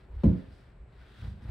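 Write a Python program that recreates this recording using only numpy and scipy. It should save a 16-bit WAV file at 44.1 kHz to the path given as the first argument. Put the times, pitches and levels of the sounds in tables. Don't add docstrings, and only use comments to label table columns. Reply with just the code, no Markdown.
import sys
import numpy as np
from scipy import signal
from scipy.fft import rfft, irfft, next_fast_len
from scipy.io import wavfile

SR = 44100
rng = np.random.default_rng(int(sys.argv[2]) if len(sys.argv) > 2 else 0)


def file_out(sig):
    cols = np.atleast_2d(sig).T
    lim = np.clip(cols, -1, 1)
    pcm = np.round(lim * 32767).astype(np.int16)
    wavfile.write(sys.argv[1], SR, pcm)


N = 66150
T = np.arange(N) / SR

# frequency_hz, relative_db
AIR_SPECTRUM = [(20, -22.5), (38, 3), (65, 8), (90, -5.5), (180, -7), (280, -18), (400, -15), (700, -21),
                (1500, -28.5), (2400, -32), (4000, -53.5), (6500, -58.5), (8000, -46), (11000, -76),
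                (15000, -97)]
# pitch_hz, level_db
HUM_TONES = [(120, -63.5), (381, -72.5)]
# frequency_hz, gain_db
ECHO_SPECTRUM = [(40, -24.5), (90, -19), (200, -13.5), (400, -6), (1000, -8), (8000, -8)]
# time_s, relative_db
CLOTH_LEVELS = [(0, -66.5), (.09, -79), (.21, -67), (.3, -65.5), (.39, -65), (.45, -67.5), (.56, -70.5),
                (.69, -71), (.77, -79), (.85, -82), (.93, -73), (1.01, -65.5), (1.12, -68), (1.19, -62.5),
                (1.25, -60.5), (1.33, -73), (1.405, -72.5), (1.425, -66.5), (1.5, -62)]
# start_s, length_s, level_db
SLEEVE_SWISHES = [(.47, 0.14, -78.5), (1.0, 0.27, -69), (1.12, 0.26, -68)]
SOLE_SCUFFS = [(.355, 0.055, -78), (0.44, 0.25, -75.5), (1.21, 0.15, -73.5), (1.412, 0.049, -74)]
SOLE_DRAGS = [(0, 0.28, -64), (.95, 0.19, -69), (1.19, 0.13, -58), (1.33, .14, -65), (1.43, 0.17, -54)]
# frequency_hz, relative_db
CLOTH_SPECTRUM = [(300, 9), (600, -2.5), (1000, -3.5), (1200, 4.5), (1500, 7), (1900, 3), (2800, -3),
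                  (3800, -3.5), (5000, -10.5), (6800, -26), (8500, -20), (12000, -28.5), (15000, -30.5)]
SLEEVE_SPECTRUM = [(1500, -27), (2400, -3.5), (3500, 5.5), (4300, -4), (5500, -13), (7000, -17),
                   (8500, -16), (12000, -26), (15000, -25)]
SCUFF_SPECTRUM = [(1000, -12), (3000, -0.5), (4800, 16), (6800, -2.5), (8500, 5.5), (12000, -7.5),
                  (15000, -8)]
DRAG_SPECTRUM = [(150, -4.5), (300, 1.5), (550, 2), (950, -0.5), (1300, -10), (3000, -38)]
# pitch_hz, relative_db, t60_s, rise_s
FLOOR_RESONANCES = [(70.14, -13, 0.12, 0.032), (98, -14, .15, .042), (117, -24.5, 0.24, .038),
                    (153, -17, .26, 0.0061), (180.2, -22, 0.15, 0.073), (202.07, -14.5, 0.27, 0.029),
                    (220.2, -15, 0.12, .002), (263, -20, .25, 0.037), (284.5, -15.5, 0.064, .037),
                    (314, -34, 0.11, .015), (347.2, -25, .23, .002), (395, -31, 0.082, 0.014),
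                    (454, -28.5, 0.12, 0.0013)]
# start_s, impulse_db, contact_ms
LIGHT_CONTACTS = [(.092, -14, 19.2), (.131, -16.5, 13.6), (.156, -6.5, 16), (.476, -25.5, 6.7),
                  (.79, -14.5, 18), (1.194, -29.5, 4.5), (1.219, -18.5, 6.5), (1.241, -21.5, 5),
                  (1.274, -17, 7.4), (1.318, -21, 6.7), (1.423, -28, 2), (1.449, -17.5, 8.1),
                  (1.484, -16, 9.26)]
# pitch_hz, level_db, t60_s
GEAR_MODES = [(3940, -64.5, 0.2), (4120, -66.5, .08)]
# frequency_hz, relative_db
TAP_SPECTRUM = [(250, -21), (450, 10), (650, 5.5), (780, 0), (930, 3.5), (1250, -19.5), (2200, -26),
                (5000, -27), (7000, -39), (11000, -41.5), (15000, -49)]
SLAP_SPECTRUM = [(125, -7), (200, -4.5), (320, 3), (400, 0), (600, -2), (750, -17.5), (1000, -20),
                 (1250, -32.5), (2000, -30), (4000, -44.5), (6500, -52.5), (10000, -55), (15000, -60)]
# start_s, impulse_db, contact_ms
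HEAVY_CONTACTS = [(.2358, 1.5, 2.97), (.2534, -6.5, 2.55), (.2698, -13, 2.3), (.3265, -20, 1.45)]

LANDING_S = .2345
SIDE_SIGNS = np.array([[1], [-1]])


def undb(db):
    return 10 ** (np.asarray(db) / 20)


def unit_rms(x):
    return x / np.sqrt(np.mean(x ** 2))


def pan(left_db):
    return undb(SIDE_SIGNS * left_db / 2)


def colour(x, spectrum):
    size = next_fast_len(2 * N)
    hz, db = np.array(spectrum).T
    bins_hz = np.arange(size // 2 + 1) * SR / size
    gain = undb(np.interp(np.log(bins_hz + 1), np.log(hz), db))
    cepstrum = irfft(np.log(gain), size)
    cepstrum[1:size // 2] *= 2
    cepstrum[size // 2 + 1:] = 0
    return irfft(rfft(x, size) * np.exp(rfft(cepstrum)), size)[..., :N]


def band(x, hz, kind):
    return signal.sosfilt(signal.butter(2, hz, kind, fs=SR, output="sos"), x)


def noise(width):
    mid, side = rng.standard_normal((2, N))
    return mid + width * side * SIDE_SIGNS


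def fade(age_s, t60_s):
    return np.exp(-np.log(1000) * age_s / t60_s)


def burst(start_s, attack_s, decay_s):
    age = np.maximum(T - start_s, 0)
    return np.minimum(age / attack_s, 1) * np.exp(-age / decay_s)


def swell(start_s, length_s):
    return np.sin(np.pi * np.clip((T - start_s) / length_s, 0, 1)) ** 2


def room_tone():
    mid, side = rng.standard_normal((2, N))
    air = mid + .53 * band(side, hz=396, kind="highpass") * SIDE_SIGNS
    rumble = band(colour(air, AIR_SPECTRUM), hz=22, kind="highpass")
    hum = sum(undb(db) * np.sqrt(2) * np.sin(2 * np.pi * (hz * T + rng.random())) for hz, db in HUM_TONES)
    return undb(-53.5) * unit_rms(rumble) * pan(left_db=1) + hum


def room_echo(x, delay_s=.024, split_hz=460, bass_t60_s=.12, treble_t60_s=.55):
    age = np.maximum(T - delay_s, 0)
    response = 0
    for kind, t60_s, width in (("lowpass", bass_t60_s, .93), ("highpass", treble_t60_s, .66)):
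        tail = noise(width) * (age > 0) * fade(age, t60_s)
        response += band(unit_rms(tail) / np.sqrt(N), split_hz, kind)
    return signal.fftconvolve(x, colour(response, ECHO_SPECTRUM), axes=1)[:, :N]


def fibres(spectrum, spread_db=4):
    slips = noise(width=.47) * undb(spread_db * rng.standard_normal(N))
    return unit_rms(colour(slips, spectrum))


def strokes(movements, spectrum):
    return fibres(spectrum) * sum(undb(db) * swell(start, length) for start, length, db in movements)


def shuffling(flicker_db=1):
    flicker = unit_rms(band(rng.standard_normal(N), hz=43, kind="lowpass"))
    cloth_db = np.interp(T, *np.array(CLOTH_LEVELS).T) + 3.5
    cloth = fibres(CLOTH_SPECTRUM) * undb(cloth_db) * pan(left_db=1.4)
    sleeves = strokes(SLEEVE_SWISHES, SLEEVE_SPECTRUM)
    soles = strokes(SOLE_SCUFFS, SCUFF_SPECTRUM) + strokes(SOLE_DRAGS, DRAG_SPECTRUM)
    return undb(flicker_db * flicker) * (cloth + sleeves + soles)


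def foot_force(contacts):
    force = 0
    for start_s, impulse_db, contact_ms in contacts:
        push = swell(start_s, contact_ms / 1000)
        force += undb(impulse_db) * push / push.sum()
    return force


def floor_boom(force):
    ring = 0
    for k, (hz, db, t60_s, rise_s) in enumerate(FLOOR_RESONANCES):
        build_up = 1 - np.exp(-(T / rise_s) ** 3)
        envelope = build_up * fade(np.maximum(T - rise_s, 0), t60_s)
        ring += (-1) ** k * undb(db) * envelope * np.sin(2 * np.pi * hz * T)
    return signal.fftconvolve(force, ring)[:N]


def light_steps(pad_hz=79, half_band_octaves=.59):
    force = foot_force(LIGHT_CONTACTS)
    edge_ratio = 2 ** half_band_octaves
    thud = band(force, [pad_hz / edge_ratio, pad_hz * edge_ratio], "bandpass") * SR / pad_hz
    return undb(-17.5) * thud + undb(-4) * floor_boom(force)


def gear_tick():
    age = np.maximum(T - LANDING_S, 0)
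    return sum(undb(db) * np.sin(2 * np.pi * hz * age) * fade(age, t60) for hz, db, t60 in GEAR_MODES)


def heel_slap():
    crush = unit_rms(colour(noise(width=.56), SLAP_SPECTRUM))
    crush *= undb(-25.5) * burst(LANDING_S, attack_s=.0026, decay_s=.034)
    tap = unit_rms(colour(noise(width=.5), TAP_SPECTRUM))
    tap *= undb(-32) * burst(start_s=.234, attack_s=.0023, decay_s=.0047)
    return (tap + crush) * pan(left_db=2)


def heavy_step():
    return floor_boom(foot_force(HEAVY_CONTACTS)) + heel_slap() + gear_tick()


def scene():
    feet = heavy_step() + light_steps()
    rubbing = shuffling()
    return feet + rubbing + room_echo(feet + undb(-.5) * rubbing) + room_tone()


def record(dry, cutoff_hz=15700):
    return signal.sosfilt(signal.ellip(8, .2, 70, cutoff_hz, fs=SR, output="sos"), dry)


dry = scene()
out = record(dry)
file_out(out)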